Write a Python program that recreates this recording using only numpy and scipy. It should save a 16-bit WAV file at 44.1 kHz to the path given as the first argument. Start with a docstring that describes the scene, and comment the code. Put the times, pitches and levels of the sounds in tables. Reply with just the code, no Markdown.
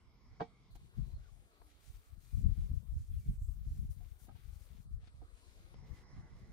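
"""A damp cloth wipes a small wooden table on a porch, heard by a phone from three places in turn.
A breeze made of random pulses and a murmur of filtered noise run throughout. Knuckles first tap the
wood, ringing its modes; from 0.7 s the cloth hisses stroke by stroke in tiny clicks, with a few more taps.
From 1 s to 5 s hard buffets of wind strike the two microphone ports, worst around 2.5 s.
Faint gliding tones whistle now and then from 1.1 s, most often near the end."""
import sys
import numpy as np
from scipy import signal
from scipy.fft import rfft, irfft, next_fast_len
from scipy.io import wavfile
from scipy.ndimage import uniform_filter1d

SR = 44100
rng = np.random.default_rng(int(sys.argv[2]) if len(sys.argv) > 2 else 0)


def waveform_to_disk(signal):
    """Save audio, clipped to [-1, 1], as 16-bit WAV at the path in sys.argv[1]."""
    frames = np.transpose(np.atleast_2d(signal))
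    scaled = np.clip(frames, -1, 1) * 32767
    samples = np.round(scaled).astype(np.int16)
    wavfile.write(sys.argv[1], SR, samples)


N = 287532
T = np.arange(N) / SR
EARS = np.array([[1], [-1]])  # left, right


def undb(db):
    """Turn decibels into a plain gain."""
    return 10 ** (np.asarray(db) / 20)


def unit(x):
    """Scale a sound to rms 1."""
    return x / np.sqrt(np.mean(x ** 2))


def colour(x, spectrum):
    """Filter to the given (f/Hz, level/dB) shape without sounding early (via the cepstrum); rms 1."""
    hz, db = np.transpose(spectrum)
    size = next_fast_len(N + SR // 4)
    f = np.maximum(np.fft.rfftfreq(8192, 1 / SR), 1)
    ceps = irfft(np.interp(np.log(f), np.log(hz), db) * np.log(10) / 20)
    # folding the second half onto the first makes the filter causal
    ceps[1:4096] *= 2
    ceps[4097:] = 0
    response = irfft(np.exp(rfft(ceps)))
    return unit(irfft(rfft(x, size) * rfft(response, size), size)[..., :N])


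def walk(rate):
    """Random levels held 1 / rate s and smoothed twice; spread near 1."""
    k = int(SR / rate)
    steps = np.repeat(rng.standard_normal(N // k + 1), k)
    return 1.3 * uniform_filter1d(uniform_filter1d(steps, k), k)[:N]


def grains(rate, scatter_db):
    """Random clicks of either sign and varying size, unrelated in the two ears."""
    on = rng.random((2, N)) < rate / SR
    return on * rng.standard_normal((2, N)) * undb(scatter_db * rng.exponential(size=(2, N)))


def columns(table):
    """Join each column's points by straight lines over time."""
    s, *cols = np.transpose(table)
    return [np.interp(T, s, c) for c in cols]


def apart(db, pan_db):
    """Gains of two unrelated ears whose mean has the level db."""
    return 2 * undb(db + EARS * pan_db / 2) / np.sqrt(undb(pan_db) + undb(-pan_db))


def swells(rows, attack_s, release_s, sag_db):
    """Level in dB of each event: quick rise, climb to its strongest, sag, release; short edges if short."""
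    faint_db, silent_db = -25, -80
    levels_db = [silent_db, faint_db, -sag_db, 0, -sag_db, faint_db, silent_db]
    out = []
    for s, n, top, *_ in rows:
        rise, fall = min(attack_s, 0.71 * n), min(release_s, 1.8 * n)
        peak_s, end_s = s + n * np.clip(top, .02, .98), s + n
        times = [s - 2 * rise, s - rise, s, peak_s, end_s, end_s + fall, end_s + 2 * fall]
        out.append(np.interp(T, times, levels_db))
    return out


def blend(shapes_db, db, pan_db):
    """Ear gains of overlapping events, added as power."""
    return np.sqrt(sum(apart(e + d, p) ** 2 for e, d, p in zip(shapes_db, db, pan_db)))


# tone of the wind's low rumble and higher flutter: f/Hz, relative level/dB
RUMBLE_TONE = [(8.8, -48.5), (15, -15), (38, 6.5), (54, 6.5), (87, 1), (119, -10.5), (160, -33.5),
               (210, -54.5), (350, -120)]
FLUTTER_TONE = [(60, -41), (110, 5), (140, 0.5), (200, -6.5), (300, -24), (500, -39.5), (900, -55),
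                (2000, -85.5)]
# breeze between gusts: t/s, rumble level/dB, flutter above rumble/dB, left minus right/dB
BREEZE_LEVELS = [(0, -66, -17, -5.5), (.65, -70.5, -16, 2.5), (1.3, -59, -24, 10), (1.5, -74, -50, 8),
                 (1.8, -70, -8, -12), (2.04, -64, -26, -2), (2.25, -62, -9.5, 13), (2.6, -62, -19, 5),
                 (2.84, -53.5, -3.5, 24), (3.06, -63, -20, 2), (3.25, -58.5, -3.5, -14),
                 (3.6, -53.5, -18, 13), (4.1, -61.5, -30, 8.5), (4.7, -58, -20, 21), (5.1, -57, -15.5, -7),
                 (5.45, -63.5, -38, 14), (5.8, -57.5, 1.5, 9), (6.1, -66.5, -7.5, -3), (6.52, -62, 1, -4)]
# gusts: start t/s, length/s, strongest at share of length, rumble level/dB, flutter above rumble/dB,
# left minus right/dB
GUST_EVENTS = [(0.265, 0.077, 0.49, -58, -23, -2), (0.708, 0.077, 0.83, -47, -15, -3),
               (0.797, 0.18, 0.15, -61.5, 3, -2), (0.966, 0.12, 0.092, -39, -4.5, 14),
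               (1.109, 0.12, 0.19, -43, -15, 2.5), (1.294, 0.17, 0.46, -55.5, -7, 14),
               (1.604, 0.073, 0.17, -57, -30, 25), (1.866, 0.046, 0.44, -52.5, -2, -29),
               (1.939, 0.053, 0.49, -50.5, -45, 23), (2.109, 0.09, 0.8, -51.5, -14, 29),
               (2.332, 0.11, 0.25, -34.5, -2, 12), (2.44, 0.091, 0.16, -25, -4.5, 16),
               (2.565, 0.14, 0.1, -38, -12, 9.5), (2.702, 0.06, 0.32, -37, 4, 22),
               (2.875, 0.086, 0.7, -37, -32, 22), (2.932, 0.099, 0.35, -38, -13, -4),
               (3.094, 0.11, 0.2, -35.5, -16, 13), (3.262, 0.06, 0.61, -35.5, -0.5, 2.5),
               (3.355, 0.095, 0.94, -39.5, -27, 0), (3.477, 0.13, 0.065, -41.5, -11.5, 12),
               (3.616, 0.14, 0.8, -42, -8, 0.5), (3.771, 0.094, 0.43, -37, 0, 11),
               (3.86, 0.059, 0.58, -37.5, -20.5, -2), (3.964, 0.12, 0.13, -50.5, -9, 14),
               (4.178, 0.091, 0.88, -56.5, -3.5, 29), (4.332, 0.052, 0.5, -48, 0.5, 12),
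               (4.432, 0.18, 0.17, -45, -14, 15), (4.673, 0.36, 0.21, -57, -2, 14),
               (4.889, 0.11, 0.93, -42, -15, 7.5), (5.137, 0.11, 0.31, -51, -14, -28),
               (5.46, 0.036, 0.32, -54, -29, 17), (5.583, 0.057, 0.37, -58.5, -2.5, -6),
               (5.738, 0.058, 0.54, -47.5, -7, 14), (5.901, 0.039, 0.45, -42.5, -6, 25),
               (6.131, 0.15, 0.27, -57, 3, 2), (6.312, 0.17, 0.41, -55.5, -1.5, 2)]
# hardest buffets: middle t/s, level/dB in the louder ear before the pointed crest, left minus right/dB
BUFFET_EVENTS = [(1.018, -30.5, 10), (1.165, -34.5, -20), (1.905, -39, -16), (2.351, -24, 13),
                 (2.378, -24.5, 10), (2.467, -16, 12), (2.5, -21, 20), (2.523, -20.5, 19), (2.716, -28, -1),
                 (2.741, -25.5, 13), (2.776, -23.5, 16), (2.94, -29, -12), (2.98, -39, -12),
                 (3.142, -30, 5), (3.29, -23.5, 19), (3.422, -30, 3), (3.49, -26.5, 11), (3.616, -34.5, 19),
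                 (3.719, -28, -26), (3.8, -31, 2), (3.828, -31, 24), (4.121, -36.5, 15), (4.363, -43.5, 18),
                 (4.458, -36, 16), (4.532, -38.5, 11), (4.943, -29.5, 7)]


def wind():
    """Eddies push each port in soft random pulses; their flutter peaks more sharply than their rumble."""
    db, flutter_db, pan_db = np.transpose(GUST_EVENTS)[3:]
    attack_s, release_s = 0.016, 0.027
    rumble_shapes = swells(GUST_EVENTS, attack_s, release_s, 9.5)
    flutter_shapes = swells(GUST_EVENTS, attack_s, release_s, 13)
    calm_db, calm_flutter_db, calm_pan_db = columns(BREEZE_LEVELS)
    calm_rumble = apart(calm_db, calm_pan_db)
    calm_flutter = apart(calm_db + calm_flutter_db, calm_pan_db)
    rumble = np.hypot(calm_rumble, blend(rumble_shapes, db, pan_db))
    flutter = np.hypot(calm_flutter, blend(flutter_shapes, db + flutter_db, pan_db))
    eddies = grains(180, 0.77)
    gusts = rumble * colour(eddies, RUMBLE_TONE) + flutter * colour(eddies, FLUTTER_TONE)

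    half = 1500  # samples either side of a buffet
    t = np.arange(-half, half) / SR
    hush = 1 - .5 * np.hanning(len(t))  # the small eddies give way around a hard buffet
    width_s = 0.0037
    # a hard buffet is one swing of pressure with a dip either side
    swing = (1 - (t / width_s) ** 2) * np.exp(-.5 * (t / width_s) ** 2)
    swing += undb(-19.5) / (1 + (t / 0.00089) ** 2)  # its crest is pointed
    for s, peak_db, lr_db in BUFFET_EVENTS:
        i = int(s * SR)
        ear_gain = undb(np.array([[min(lr_db, 0)], [min(-lr_db, 0)]]))
        push = rng.choice([-1, 1], (2, 1))  # inward or outward at each port
        gusts[:, i - half:i + half] *= hush
        gusts[:, i - half:i + half] += push * undb(peak_db) * ear_gain * swing
    return gusts


# tone of the fine hiss, its airy top and the coarse scrape: f/Hz, relative level/dB
HISS_TONE = [(3530, -9), (6000, -3.5), (6880, -3.5), (8820, -7), (10300, -5), (11000, -5.5), (14300, -36),
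             (22000, -120)]
AIRY_TONE = [(6470, -36), (11000, -10), (14300, -3.5), (15100, -4.5), (15700, -12)]
SCRAPE_TONE = [(530, -20.5), (900, -11), (1080, -21.5), (1290, -2), (1670, -3.5), (2220, 1), (2720, -3),
               (3460, -1.5), (7000, -12), (9100, -22), (15400, -120)]
# brighter band sliding as the cloth folds and turns: t/s, centre f/Hz, mean level above hiss/dB
BRIGHT_BAND = [(0, 8500, -9), (1.0, 8500, -16), (1.9, 8800, -5), (2.35, 8800, -3.5), (2.55, 9500, -6.5),
               (2.9, 8800, -8), (3.2, 9400, -3), (3.33, 8700, 1), (3.43, 7600, 0), (3.52, 8600, -4),
               (3.65, 9000, -16), (3.8, 9400, -3), (3.92, 9500, -6), (4.1, 8700, -3), (4.23, 9500, -3),
               (4.55, 9000, -7), (4.9, 9000, -7), (6.52, 9000, -12)]
# strokes, and at 0.753 the brief bright crack of a tap: start t/s, length/s,
# hardest at share of length, hiss level/dB before its patchiness,
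# scrape above hiss/dB, airy top above hiss/dB, left minus right/dB before the ears share sound
STROKE_EVENTS = [(0.712, 0.021, 0.3, -92, 1, 2, -7), (0.753, 0.0099, 0.46, -78.5, -3, 1, -20),
                 (0.8, 0.08, 0.7, -87.5, 3, -8, -1), (0.963, 0.17, 0.16, -84, 3, -1.5, 2),
                 (1.19, 0.26, 0.44, -89, 7, -5, 2), (1.497, 0.14, 0.27, -86, 1, -5, 3),
                 (1.67, 0.11, 0.33, -89.5, 8, -2, 0), (1.819, 0.15, 0.46, -79, -0.5, -0.5, 5.5),
                 (1.943, 0.2, 0.081, -84, 1.5, 2.5, 2.5), (2.218, 0.21, 0.68, -79.5, -2.5, 0.5, 3.5),
                 (2.482, 0.27, 0.38, -80, -2.5, -1.5, 3.5), (2.758, 0.44, 0.21, -82, -7, -2, 3.5),
                 (3.114, 0.12, 0.81, -82.5, -2.5, 2.5, 1), (3.262, 0.097, 0.68, -80, -3.5, 1.5, 3),
                 (3.415, 0.1, 0.089, -79, -18, -1, 4), (3.515, 0.068, 0.18, -82, -10.5, 2, 4),
                 (3.594, 0.061, 0.73, -87.5, 2.5, 5, 4), (3.685, 0.19, 0.64, -81, -3, 1, 5.5),
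                 (3.908, 0.03, 0.15, -73, -16, -2, 6), (3.968, 0.2, 0.79, -84.5, 0.5, 3.5, 5),
                 (4.2, 0.058, 0.57, -75, -12, 0.5, 7), (4.33, 0.13, 0.94, -85, 5.5, 2.5, 5.5),
                 (4.488, 0.18, 0.59, -80, -2, 1, 7.5), (4.657, 0.17, 0.34, -85.5, 3, 3.5, 5.5),
                 (4.91, 0.052, 0.44, -90.5, -4, 3, 8), (5.02, 0.065, 1, -95.5, 15.5, -18, 8),
                 (5.135, 0.17, 0.82, -93, 5.5, -5, 4), (5.347, 0.38, 0.3, -85, 4, -16, 1),
                 (5.737, 0.11, 0.066, -90.5, 10, -18, 4), (5.872, 0.15, 0.11, -83.5, 6.5, -5, 1.5),
                 (6.09, 0.13, 0.53, -89.5, 6.5, -15, 3), (6.247, 0.16, 0.26, -93, 9, -10, 2),
                 (6.37, 0.16, 0.19, -90, 6, -6, 2)]


def cloth():
    """Fibres slip in dense tiny clicks: patchy hiss with a sliding bright band, airy top and scrape."""
    db, scrape_db, top_db, pan_db = np.transpose(STROKE_EVENTS)[3:]
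    press = swells(STROKE_EVENTS, attack_s=0.1, release_s=0.059, sag_db=2)
    hiss = colour(grains(9000, 0.43), HISS_TONE) * undb(2.8 * walk(24.77))

    centre_hz, sheen_db = columns(BRIGHT_BAND)
    width_hz = 1900
    slow = signal.butter(2, width_hz / 2, fs=SR, output="sos")
    turn = 2 * np.pi * np.cumsum(centre_hz) / SR
    # slow noise on a sine and a cosine makes a noise band around the centre
    sheen = sum(signal.sosfilt(slow, rng.standard_normal((2, N))) * f(turn) for f in (np.sin, np.cos))
    sheen = unit(sheen)
    hiss = hiss + undb(sheen_db + 1.4 * walk(15)) * sheen

    top = colour(grains(12000, 0.38), AIRY_TONE) * undb(0.4 * walk(38))
    scrape = colour(grains(4000, 0.87), SCRAPE_TONE) * undb(2.2 * walk(30))
    rub = blend(press, db, pan_db) * hiss
    rub += blend(press, db + top_db, pan_db) * top
    rub += blend(press, db + scrape_db, pan_db) * scrape
    return rub + 0.13 * rub[::-1]  # a share of each ear's sound reaches the other


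# ringing modes of the table: f/Hz, level/dB before each tap's changes,
# time to fade by 60 dB/s before the tap's ring factor
TABLE_MODES = [(178, 4, 0.076), (239, -7, 0.13), (302, 1, 0.069), (455, -0.5, 0.1), (556, -18, 0.059),
               (720, 2, 0.096), (794, -4, 0.091), (880, -13.5, 0.12), (919, -5.5, 0.068),
               (1048, -8.5, 0.061), (1260, -5, 0.074), (1440, -4.5, 0.026), (1564, -7, 0.064),
               (1896, -12.5, 0.092), (2060, -20, 0.037), (2295, -15.5, 0.16), (3020, -12, 0.05),
               (3300, -18, 0.15), (3680, -16, 0.11), (4650, -13, 0.075)]
# taps, and at 5.742 a light broad tick as the place changes: t/s, overall level/dB,
# left minus right/dB, contact/ms, crack level/dB relative to overall,
# ring factor on the fade time, boost of modes under 350 Hz/dB, favoured f/Hz
TAP_EVENTS = [(0.399, -39.5, -3, 0.49, -30, 0.47, -6, 1020), (0.4045, -30, 4, 0.87, -30.5, 0.63, -17, 1460),
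              (.4063, -31, -2, 0.81, -44, 1.22, -5, 843), (0.4136, -32, 1.5, 0.6, -40, 0.89, 5, 455),
              (.421, -33.5, -2, 0.47, -35, 0.53, -23, 810), (.754, -56, 1, .3, -16, 0.65, 7, 850),
              (1.617, -48.5, 3, 0.73, -40, 0.3, -16, 996), (2.828, -66, 5, 1.3, -30, 0.33, 9, 405),
              (4.006, -63, 0, 1.3, -22, 1.3, 1, 690), (4.27, -64, -3, .7, -12, 0.53, -7, 720),
              (4.283, -64, 12, 0.62, -23, 0.9, 7.5, 239), (4.288, -56, -4, 0.53, -34, 0.81, -6, 1260),
              (4.293, -52, -5, 0.65, -32, 0.67, -10, 770), (4.311, -58, 2, 0.5, -35, 0.4, 4.5, 1260),
              (4.316, -59, -2, 0.83, -30, 0.52, -9, 760), (4.353, -64, 3, 0.25, -10.5, 1.2, -17, 880),
              (5.027, -68.5, -2, 0.66, -14, 1.6, -18, 560), (5.073, -59, 3, 0.37, -7.5, 0.34, 5.5, 3300),
              (5.217, -52, 4, .8, -30, 0.24, -7, 720), (5.221, -59.5, 1, 1.2, -37, 1.2, -0.5, 302),
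              (5.742, -46.5, 10, .4, -22, 0.16, 2, 520)]


def taps():
    """Each blow rattles on the wood and rings its modes, duller with longer contact, under a dry crack."""
    out = np.zeros((2, N + SR // 2))
    t = np.arange(SR // 4) / SR
    hz, mode_db, t60 = (c[:, None] for c in np.transpose(TABLE_MODES))
    crack_band = signal.butter(3, [1200, 4600], "band", fs=SR, output="sos")
    for s, db, pan_db, contact_ms, crack_db, ring, thud_db, spot_hz in TAP_EVENTS:
        ring = np.clip(ring, .05, 1.5)
        # every spot stirs the modes a little differently, and each ear hears them from another side
        spot, side = rng.standard_normal((2, len(TABLE_MODES), 1))
        near_db = 11 * np.exp(-(np.log2(hz / spot_hz) / 0.22) ** 2)  # modes that move most under the knuckle
        gain = undb(mode_db + near_db + spot + thud_db * (hz < 350))
        gain = gain / (1 + (hz * contact_ms / 1500) ** 2)  # long contact dulls
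        fade = (1 - np.exp(-t / 0.00095)) * np.exp(-np.log(1000) * t / (t60 * ring))
        turn = EARS[:, :, None] * side * np.minimum(hz / 600, 1.3) * 0.59
        body = np.sum(gain * fade * np.sin(2 * np.pi * hz * t + turn), axis=1)
        rattle = .018 * np.exp(-t / (.008 * ring)) * rng.standard_normal((2, len(t)))
        rattle = (t == 0) + rattle  # the first blow, then the rattle
        body = signal.fftconvolve(body, rattle, axes=1)[:, :len(t)]
        body = body / np.linalg.norm(gain[hz > 350])
        crack = signal.sosfilt(crack_band, rng.standard_normal((2, len(t))))
        crack = crack / np.std(crack)
        crack *= (1 - np.exp(-t / 0.001)) * np.exp(-t / (0.038 * ring))
        i = int(s * SR)
        out[:, i:i + len(t)] += undb(db + EARS * pan_db / 2) * (body + undb(crack_db) * crack)
    return out[:, :N]


# faint far whistles, perhaps birds: start t/s, length/s, from f/Hz, to f/Hz (both before the waver),
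# level/dB before the blur
WHISTLE_EVENTS = [(1.105, 0.034, 4020, 4130, -77), (1.123, 0.07, 4220, 4270, -77),
                  (1.19, .08, 4200, 4250, -88), (1.232, 0.053, 1560, 1360, -70),
                  (1.28, 0.027, 1192, 1090, -69), (2.226, 0.18, 2400, 2440, -78.5),
                  (3.1, 0.059, 3480, 3300, -80), (3.145, .075, 3200, 2500, -82),
                  (3.203, 0.072, 2320, 2210, -73), (5.835, .04, 4100, 4100, -75),
                  (5.885, .03, 4880, 4970, -79), (5.93, 0.039, 4940, 4960, -82),
                  (5.965, .03, 4980, 5000, -80), (5.987, 0.04, 4050, 4020, -83),
                  (6.0, .03, 5000, 5000, -83), (6.19, 0.037, 5250, 5250, -83),
                  (6.257, 0.03, 4900, 4920, -80)]


def whistles():
    """Short gliding tones that waver in pitch, blurred by the air on the way."""
    out = np.zeros(N)
    waver = 1 + 0.015 * walk(300)
    for s, length, from_hz, to_hz, db in WHISTLE_EVENTS:
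        share = np.clip((T - s) / length, 0, 1)
        hz = (from_hz + (to_hz - from_hz) * share) * waver
        out += undb(db) * np.sin(np.pi * share) * np.sin(2 * np.pi * np.cumsum(hz) / SR)
    blur = .6 + .5 * np.array([walk(200), walk(200)])
    return out * blur


# edges of the phone's stays in each place: t/s
PLACE_TIMES = [0, .7065, 5.742, 7]
# the yard from each place: level/dB above 300 Hz before the swell, left minus right/dB,
# samples by which the left port hears it first (rounded when played)
PLACE_LEVELS = [(-70.5, -0.5, 1), (-71, 2.5, 9.4), (-73.5, -3, 2)]
# tone of the yard, one list for each place: f/Hz, relative level/dB
YARD_TONES = [
    [(71, -28), (120, 3), (255, -9), (417, -16), (480, -14.5), (521, -20.5), (1160, -17.5), (1850, -32.5),
     (2170, -16.5), (2560, -33), (3340, -29.5), (3930, -32.5), (5230, -31), (7390, -40.5), (15700, -48)],
    [(88, -34.5), (150, -8), (346, -7), (446, -8), (953, -15), (1180, -12.5), (2670, -24.5), (4100, -20.5),
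     (5710, -28.5), (7350, -23.5), (13200, -27.5), (14800, -35), (15700, -48)],
    [(71, -23), (120, -7), (408, -15.5), (480, -16.5), (532, -23.5), (601, -17.5), (768, -19.5),
     (1110, -19.5), (1300, -27.5), (1610, -27.5), (1850, -29), (2080, -18.5), (2330, -33.5), (2550, -44.5),
     (3700, -45.5), (4100, -33), (4600, -42), (4980, -31.5), (5500, -33), (8190, -58), (10900, -52.5),
     (15700, -70)],
]
# the murmur swells and dips: t/s, change of level/dB
YARD_SWELL = [(0, -3.5), (.7, -2.5), (1.2, -4.5), (1.7, -3.5), (2.2, -7), (2.7, -5), (3.1, -10),
              (3.5, -9.5), (3.9, -7), (4.3, -6), (4.75, -3.5), (4.87, -8), (5.0, -9), (5.1, -6.5),
              (5.45, 1), (5.74, 0), (5.78, 3), (6.1, 5), (6.52, 1.5)]


def yard():
    """A far murmur, alike in both ears in the bass, each band flickering alone; it jumps with the place."""
    out = np.zeros((2, N))
    no_bass = signal.butter(4, 300, "high", fs=SR, output="sos")
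    stays = zip(PLACE_TIMES, PLACE_TIMES[1:], PLACE_LEVELS, YARD_TONES)
    for start, end, (db, pan_db, lead), spectrum in stays:
        mid, side = rng.standard_normal((2, N))
        side = signal.lfilter([1, -.97], [1.2, -1.0], side)  # weak in the bass
        both = np.array([mid, np.roll(mid, round(lead))])
        murmur = colour(both + EARS * side, spectrum)
        loudness = np.std(signal.sosfilt(no_bass, murmur))
        out += ((T >= start) & (T < end)) * murmur * undb(db + EARS * pan_db / 2) / loudness

    edges_hz = 60 * 2 ** np.arange(0, 8.2, .3)
    size = next_fast_len(N)
    band = np.searchsorted(edges_hz, np.fft.rfftfreq(size, 1 / SR))
    steady = rfft(out, size)
    swell_db, = columns(YARD_SWELL)
    flickering = np.zeros((2, N))
    for k in range(len(edges_hz) + 1):
        one_band = irfft(steady * (band == k), size)[:, :N]
        flickering += one_band * undb(swell_db + 2.95 * walk(13))
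    return flickering


def scene():
    """Add all the sources, in two ears."""
    return wind() + cloth() + taps() + whistles() + yard()


def record(dry):
    """The phone cuts the top, steeply above 15750 Hz."""
    return signal.sosfilt(signal.ellip(10, .2, 70, 15750, fs=SR, output="sos"), dry)


dry = scene()
out = record(dry)
waveform_to_disk(out)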